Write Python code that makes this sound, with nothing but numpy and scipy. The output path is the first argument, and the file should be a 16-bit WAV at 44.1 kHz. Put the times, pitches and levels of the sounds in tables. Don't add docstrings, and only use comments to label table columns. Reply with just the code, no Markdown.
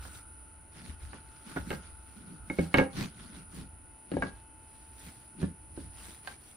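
import sys
import numpy as np
from scipy import signal
from scipy.fft import rfft, irfft, next_fast_len
from scipy.io import wavfile
from scipy.ndimage import uniform_filter1d, map_coordinates

SR = 44100
rng = np.random.default_rng(int(sys.argv[2]) if len(sys.argv) > 2 else 0)


def generate_wav(sig):
    pcm = np.round(np.clip(np.atleast_2d(sig).T, -1, 1) * 32767).astype(np.int16)
    wavfile.write(sys.argv[1], SR, pcm)


N = 289296
TIME = np.arange(N) / SR
HIT = np.arange(SR // 2) / SR

# [t/s, thud level/dB, thud cut-off f/Hz, clack level/dB, clack cut-off f/Hz]
CONTACTS = [ (.052, -54, 393, -52.5, 2040), (1.132, -51, 600, -47.5, 2600), (1.561, -35.5, 300, -43, 2030),
            (1.568, -38, 503, -37.5, 2040), (1.7046, -33.5, 556, -40, 3700), (1.714, -44, 505, -44, 2960),
            (1.729, -41, 400, -45, 3000), (2.4993, -33.5, 432, -44.5, 2180), (2.586, -24, 424, -45, 2400),
            (2.590, -21.5, 200, -45, 2500), (2.742, -22, 600, -23, 3100), (2.774, -24.5, 300, -39, 8500),
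            (2.784, -19, 545, -25.5, 2950), (2.798, -32, 694, -33, 1890), (2.811, -25, 434, -41, 1380),
            (2.828, -38, 590, -48, 1190), (4.1163, -33, 560, -48, 4000), (4.137, -31, 230, -49, 2400),
            (4.1675, -29.5, 800, -41, 900), (4.175, -39.5, 300, -53, 1000), (4.2227, -37.5, 694, -33, 2060),
            (4.234, -35.5, 700, -41, 2400), (5.415, -40, 330, -55.5, 2490), (5.428, -27, 213, -48.5, 2020),
            (5.439, -31.5, 198, -52, 2000), (5.775, -39, 394, -56, 1000), (6.2737, -72, 600, -42, 4240)]
# [t of the middle/s,
#  main flatwise mode f/Hz, ring over clack level/dB, edgewise over flatwise ring level/dB,
#  judder level/dB, scuff level/dB, crinkle level/dB]
PLACINGS = [ (1.149, 1406, -15, -21, -54, -56, -86), (1.581, 1460, -1.5, -31, -52, -53, -58),
            (1.723, 1606, -2.5, -5, -41, -50, -52), (2.515, 1615, 8.5, 11, -54, -60.5, -63),
            (2.623, 1630, 5.5, 2, -43.5, -50.5, -55), (2.79, 1632, 0, 1, -56, -45.5, -57),
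            (4.152, 1654, -6.5, -14, -53, -58, -80), (4.253, 1630, 1, -19, -45, -53, -85),
            (5.44, 1740, -7, -6, -39.5, -56, -87), (5.818, 1540, -6, -19, -51.5, -57, -67),
            (6.299, 1573, 0.5, -13, -70, -51.5, -58.5)]
# [from t/s, to t/s]
LEFT_EDGE = (4, 4.5)
# [t of the middle/s, half-length t/s, judder level/dB, scrape level/dB]
SLIDES = [(0.777, 0.033, -55, -56), (0.879, 0.044, -50, -54), (1.5, 0.03, -47, -50),
          (2.191, 0.024, -50.5, -66), (2.311, 0.053, -48, -62.5), (3.01, .042, -35.5, -40.5),
          (3.227, 0.059, -52, -55), (3.377, .04, -48.5, -56), (3.591, 0.044, -42.5, -55),
          (5.078, 0.024, -53, -57), (5.419, 0.017, -44, -53)]
# [t of the middle/s, half-length t/s, rub level/dB, crinkle over rub level/dB]
RUBS = [(0.052, 0.03, -52.5, -1.5), (0.16, 0.037, -55.5, 1.5), (1.043, 0.037, -58, -6),
        (1.363, 0.11, -64, -5), (1.854, 0.057, -59, -22), (2.128, 0.086, -65, -2), (3.567, 0.037, -59, 1),
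        (4.37, 0.053, -66.5, -8), (4.817, 0.14, -67.5, 0), (5.045, 0.049, -57.5, 2),
        (5.193, 0.065, -63.5, -2.5), (6.066, 0.082, -53, -2), (6.48, 0.062, -62.5, 1)]
# [t/s, level/dB]
BUMPS = [(.01, -43.5), (.17, -53), (.27, -51), (.9, -43.5), (1.05, -43), (1.27, -52.5), (1.601, -39.5),
         (1.71, -50), (2.43, -46.5), (2.96, -58), (3.6, -46.5), (4.19, -40.5), (4.36, -51.5), (5.58, -55),
         (5.79, -60)]

# [f/Hz, relative level/dB, t60/s]
BENCH_MODES = [(83, -13.5, 0.27), (119, -15, 0.12), (167, -4.5, 0.21), (193.3, -2.5, 0.18),
               (268.8, 4.5, 0.1), (301.4, -1, 0.1), (390, 4, 0.068), (485, 5.5, 0.044), (521.6, -6.5, 0.2),
               (566, 2, 0.11), (730, -32, 0.2), (798, -9, 0.38)]
# [f before retuning/Hz, relative level/dB, t60/s, plane from -1 flatwise to 1 edgewise]
STRIP_MODES = [(875, -7, .11, .3), (1621, -2, .09, -1), (2186, 0, .068, 1), (2660, -19, .05, .5),
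               (2920, -19, .04, -.6), (3740, -19, .05, .2), (4400, -27, .03, 0)]
# [f/Hz, relative level/dB]
PLYWOOD_COLOUR = [(100, -26), (400, 2), (750, 12.5), (1020, 7), (1400, 10), (1900, 5), (2400, 1), (2900, 6),
                  (3350, -4), (4500, 6.5), (7000, -26), (16000, -44)]
# [f/Hz, relative level/dB]
SHUDDER_COLOUR = [(40, -24), (150, -12.5), (300, 24), (600, 6.5), (1200, -26.5), (4000, -61.0)]
# [f/Hz, t60/s]
ROOM_T60 = [(80, 0.099), (250, 0.26), (1000, 0.24), (3000, 0.22), (12000, 0.091)]

# [f/Hz, relative level/dB]
BUMP_COLOUR = [(20, -11), (40, -9), (58, 7), (78, 5), (105, -4.5), (140, -18), (250, -73)]
# [f/Hz, relative level/dB]
JUDDER_COLOUR = [(70, -10), (120, 0), (180, 6), (300, -2.5), (420, -14.5), (800, -40), (2000, -100)]
# [f/Hz, relative level/dB]
RUSTLE_COLOUR = [(200, 10.5), (600, 4.5), (1500, 8), (2800, 5), (4500, 3.5), (7000, -5.5), (9000, -18),
                 (12000, -107), (16000, -50)]
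# [f/Hz, relative level/dB]
CRINKLE_COLOUR = [(3000, -10), (6000, -5), (9000, 2.5), (11500, -10.5), (13500, -4.5), (15800, -5.5)]
# [f/Hz, relative level/dB]
AIR_COLOUR = [(40, -19), (110, 8), (200, -1), (310, 4.5), (450, -7), (850, -2.5), (1050, -9), (1400, -15),
              (2000, -11.5), (2800, -15), (3300, -20.5), (5000, -34), (7000, -24.5), (16000, -74)]
# [f/Hz, relative level/dB]
HISS_COLOUR = [(7000, -23.5), (8500, -20), (9100, -7.5), (9500, 3), (9800, 4.5), (10150, 1.5),
               (10500, -6.5), (11000, -111), (12000, -76), (13200, -39), (15800, -22)]
# [f/Hz, relative level/dB]
WHIRR_COLOUR = [(900, -46), (1250, 17), (1350, 22.5), (1470, 25.5), (1580, 10.5), (2000, -57)]
# [t/s, level/dB]
WHIRR_LEVEL = [(0, -58), (.7, -70), (1.3, -63), (1.85, -59.5), (2.05, -67.5), (2.3, -61.5), (3.4, -64),
               (3.8, -69.5), (6.56, -72)]
# [f/Hz, relative level/dB]
WHINE_TONES = [(880, 0), (2600, -13), (2720, -23), (3010, -16)]
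# [t/s, level/dB]
WHINE_LEVEL = [(0, -68), (.75, -69), (1.35, -63.5), (2.1, -67.5), (3.3, -70.5), (4.5, -64.5), (5.2, -67.5),
               (6.1, -66), (6.56, -79)]
# [f/Hz, correlation]
ALIKE = [(30, .75), (100, .92), (300, .78), (1000, .15), (2300, .5), (4200, -.05), (7000, .2), (9800, .75),
         (14000, .1)]

TOP_HZ = 15800
BUMP_RISE_S, BUMP_T60_S = 0.019, 0.44
TREMOR_DB, TREMOR_SWING_DB = -59, 5
DRAG_S = 0.04
MIC_LAG_S = .000218
HISS_DIFFUSE_DB, CRINKLE_DIFFUSE_DB = -16, -14.5
MICS = np.array([[-1], [1]]) / 2


def amp(db):
    return 10 ** (np.asarray(db) / 20)


def unit(x):
    return x / np.sqrt(np.mean(x ** 2) + 1e-20)


def along(points, hz):
    f, value = np.transpose(points)
    return np.interp(np.log(hz + 1), np.log(f + 1), value)


def wobble(rate):
    knots = rng.standard_normal(int(N * rate / SR) + 4)
    return map_coordinates(knots, [TIME * rate])


def filtered(x, response):
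    n = x.shape[-1]
    padded = next_fast_len(n + SR // 4)
    return irfft(rfft(x, padded) * response(np.fft.rfftfreq(padded, 1 / SR)), padded)[..., :n]


def pair(size):
    turn = lambda hz: np.arccos(np.clip(along(ALIKE, hz), -1, 1)) / 2
    mid_side = lambda hz: np.array([np.cos(turn(hz)), np.sin(turn(hz))])
    mid, side = filtered(rng.standard_normal((2, size)), mid_side)
    return np.array([mid + side, mid - side])


def noise(colour):
    return unit(filtered(pair(N), lambda hz: amp(along(colour, hz))))


def from_right(x, diffuse_db):
    direct = filtered(x[0], lambda hz: np.exp(2j * np.pi * hz * MICS * MIC_LAG_S))
    diffuse = np.roll(x, N // 2, axis=1)
    return unit(direct + amp(diffuse_db) * diffuse)


def room_air():
    return amp(-61) * noise(AIR_COLOUR)


def high_hiss():
    return amp(-56.5 + 1.16 * wobble(4.676)) * from_right(noise(HISS_COLOUR), HISS_DIFFUSE_DB)


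def whirr():
    level = np.interp(TIME, *np.transpose(WHIRR_LEVEL)) + 0.83 * wobble(9)
    return amp(level) * noise(WHIRR_COLOUR)


def motor_whine():
    level = np.interp(TIME, *np.transpose(WHINE_LEVEL)) + wobble(9.1)
    out = 0
    for hz, db in WHINE_TONES:
        phase = 2 * np.pi * hz * TIME + .5 * wobble(2.4)
        out = out + amp(level + db) * np.sqrt(2) * np.sin(phase)
    return out


def workshop():
    return room_air() + high_hiss() + whirr() + motor_whine()


def placed(x, side, pan_db):
    mics = side * MICS
    lead = lambda hz: .00023 / (1 + (hz / 1800) ** 4)
    return amp(pan_db * mics) * filtered(x, lambda hz: np.exp(2j * np.pi * hz * mics * lead(hz)))


def stroke(s, half):
    return np.exp(-((TIME - s) / half) ** 2 / 2)


def bump(s):
    swell = stroke(s, BUMP_RISE_S) * (TIME < s)
    decay = amp(-60 * np.abs(TIME - s) / BUMP_T60_S) * (TIME >= s)
    return swell + decay


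def handling():
    pushes = sum(amp(db) * bump(s) for s, db in BUMPS)
    tremor = amp(TREMOR_DB + TREMOR_SWING_DB * wobble(3.7))
    return placed(np.hypot(pushes, tremor) * noise(BUMP_COLOUR), 1, pan_db=.6)


def coloured(x, colour):
    size = 2048
    log_gain = np.log(amp(along(colour, np.fft.rfftfreq(size, 1 / SR))))
    fold = np.r_[1, np.full(size // 2 - 1, 2), np.zeros(size // 2)]
    impulse = irfft(np.exp(rfft(irfft(log_gain) * fold)))
    return signal.fftconvolve(x, impulse[None], axes=1)[:, :x.shape[-1]]


def patchy(x, depth_db):
    z = signal.stft(x, nperseg=256)[2]
    field = uniform_filter1d(rng.standard_normal(z.shape[1:]), size=4, axis=0)
    field = uniform_filter1d(field, size=8, axis=1)
    return unit(signal.istft(z * amp(depth_db * unit(field)), nperseg=256)[1][:, :N])


def friction(colour):
    when = rng.random(N) < 1200 / SR
    slips = when * amp(np.minimum(4 * rng.standard_exponential(N), 12))
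    grains = unit(coloured(pair(N) * slips, colour))
    return patchy(grains + noise(colour), depth_db=2.4)


def crinkling():
    return from_right(friction(CRINKLE_COLOUR), CRINKLE_DIFFUSE_DB)


def gloves():
    rub = sum(amp(db) * stroke(s, half) for s, half, db, _ in RUBS)
    crinkle = sum(amp(db + fine_db) * stroke(s, half) for s, half, db, fine_db in RUBS)
    return rub * friction(RUSTLE_COLOUR) + crinkle * crinkling()


def burst(x):
    return unit(x) * np.sqrt(.02 * SR / x.shape[-1])


def softened(x, cut_hz, order):
    return signal.sosfilt(signal.butter(order, min(cut_hz, SR / 3), fs=SR, output="sos"), x)


def dispersed(x, lag):
    return filtered(x, lambda hz: np.exp(-4j * np.pi * lag * np.sqrt(300 * hz)))


def ring(modes, scatter_db, spread):
    out = np.zeros((2, len(HIT)))
    for hz, db, t60 in modes:
        phase = spread * rng.standard_normal() + min(hz / 1500, .4) * rng.standard_normal((2, 1))
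        level = db + scatter_db * rng.standard_normal() - 60 * HIT / t60
        out += amp(level) * np.cos(2 * np.pi * hz * HIT + phase)
    return out


def thud(cut_hz):
    modes = burst(ring(BENCH_MODES, scatter_db=1.5, spread=0.88))
    shudder = burst(coloured(pair(len(HIT)) * amp(-60 * HIT / 0.083), SHUDDER_COLOUR))
    body = softened(modes + amp(-7) * shudder, cut_hz, order=3)
    return burst(dispersed(body, lag=0.0013))


def clack(cut_hz):
    dense = burst(pair(len(HIT)) * amp(-60 * HIT / .05) * (1 - np.exp(-HIT / .002)))
    strike = burst(np.ones((2, 1)) * (HIT == 0))
    wood = softened(coloured(strike + amp(-1) * dense, PLYWOOD_COLOUR), cut_hz, order=6)
    grit = burst(coloured(pair(len(HIT)) * amp(-60 * HIT / 0.012), CRINKLE_COLOUR))
    hardness = min(cut_hz / 4500, 1) ** 2
    return dispersed(burst(wood), lag=.0014) + amp(-17) * hardness * grit


def strip(edge_db, main_hz):
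    retune = main_hz / STRIP_MODES[1][0]
    modes = [(hz * retune, db + plane * edge_db / 2, t60) for hz, db, t60, plane in STRIP_MODES]
    onset = 1 - np.exp(-HIT / .0004)
    return burst(ring(modes, scatter_db=.5, spread=.25) * onset)


def room(x):
    hz, t, z = signal.stft(pair(SR // 2), SR, nperseg=256)
    decay = amp(-60 * t / along(ROOM_T60, hz)[:, None])
    tail = signal.istft(z * decay, SR, nperseg=256)[1][:, :len(HIT)]
    tail *= 1 - np.exp(-(HIT / 0.012) ** 2)
    return signal.fftconvolve(x, tail / np.linalg.norm(tail[0]), axes=1)[:, :len(HIT)]


def knocks():
    out = np.zeros((2, N + SR))
    for s, thud_db, thud_hz, clack_db, clack_hz in CONTACTS:
        main_hz, ring_db, edge_db = min(PLACINGS, key=lambda row: abs(row[0] - s))[1:4]
        side = -1 if LEFT_EDGE[0] < s < LEFT_EDGE[1] else 1
        low = amp(thud_db) * thud(thud_hz)
        panel = amp(clack_db) * clack(clack_hz)
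        tone = amp(clack_db + ring_db) * strip(edge_db, main_hz)
        echo = room(amp(-16) * low + amp(-14) * panel + amp(-17) * tone)
        start = round(s * SR)
        out[:, start:start + len(HIT)] += placed(low + panel + tone, side, pan_db=2.2) + echo
    return out[:, :N]


def slides():
    judder = sum(amp(db) * stroke(s, half) for s, half, db, _ in SLIDES)
    scrape = sum(amp(db) * stroke(s, half) for s, half, _, db in SLIDES)
    slips = unit(amp(0.26 * wobble(310)))
    grain = friction(RUSTLE_COLOUR) + amp(-10.5) * crinkling()
    return slips * placed(judder * noise(JUDDER_COLOUR) + scrape * grain, 1.0, pan_db=0.5)


def drags():
    judder, scuff, crinkle = sum(amp(row[4:])[:, None] * stroke(row[0], DRAG_S) for row in PLACINGS)
    bench = placed(judder * noise(JUDDER_COLOUR), 0.78, pan_db=2.5)
    return bench + scuff * friction(RUSTLE_COLOUR) + crinkle * crinkling()


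def scene():
    return workshop() + handling() + gloves() + knocks() + slides() + drags()


def record(dry):
    return filtered(dry, lambda hz: hz < TOP_HZ)


dry = scene()
out = record(dry)
generate_wav(out)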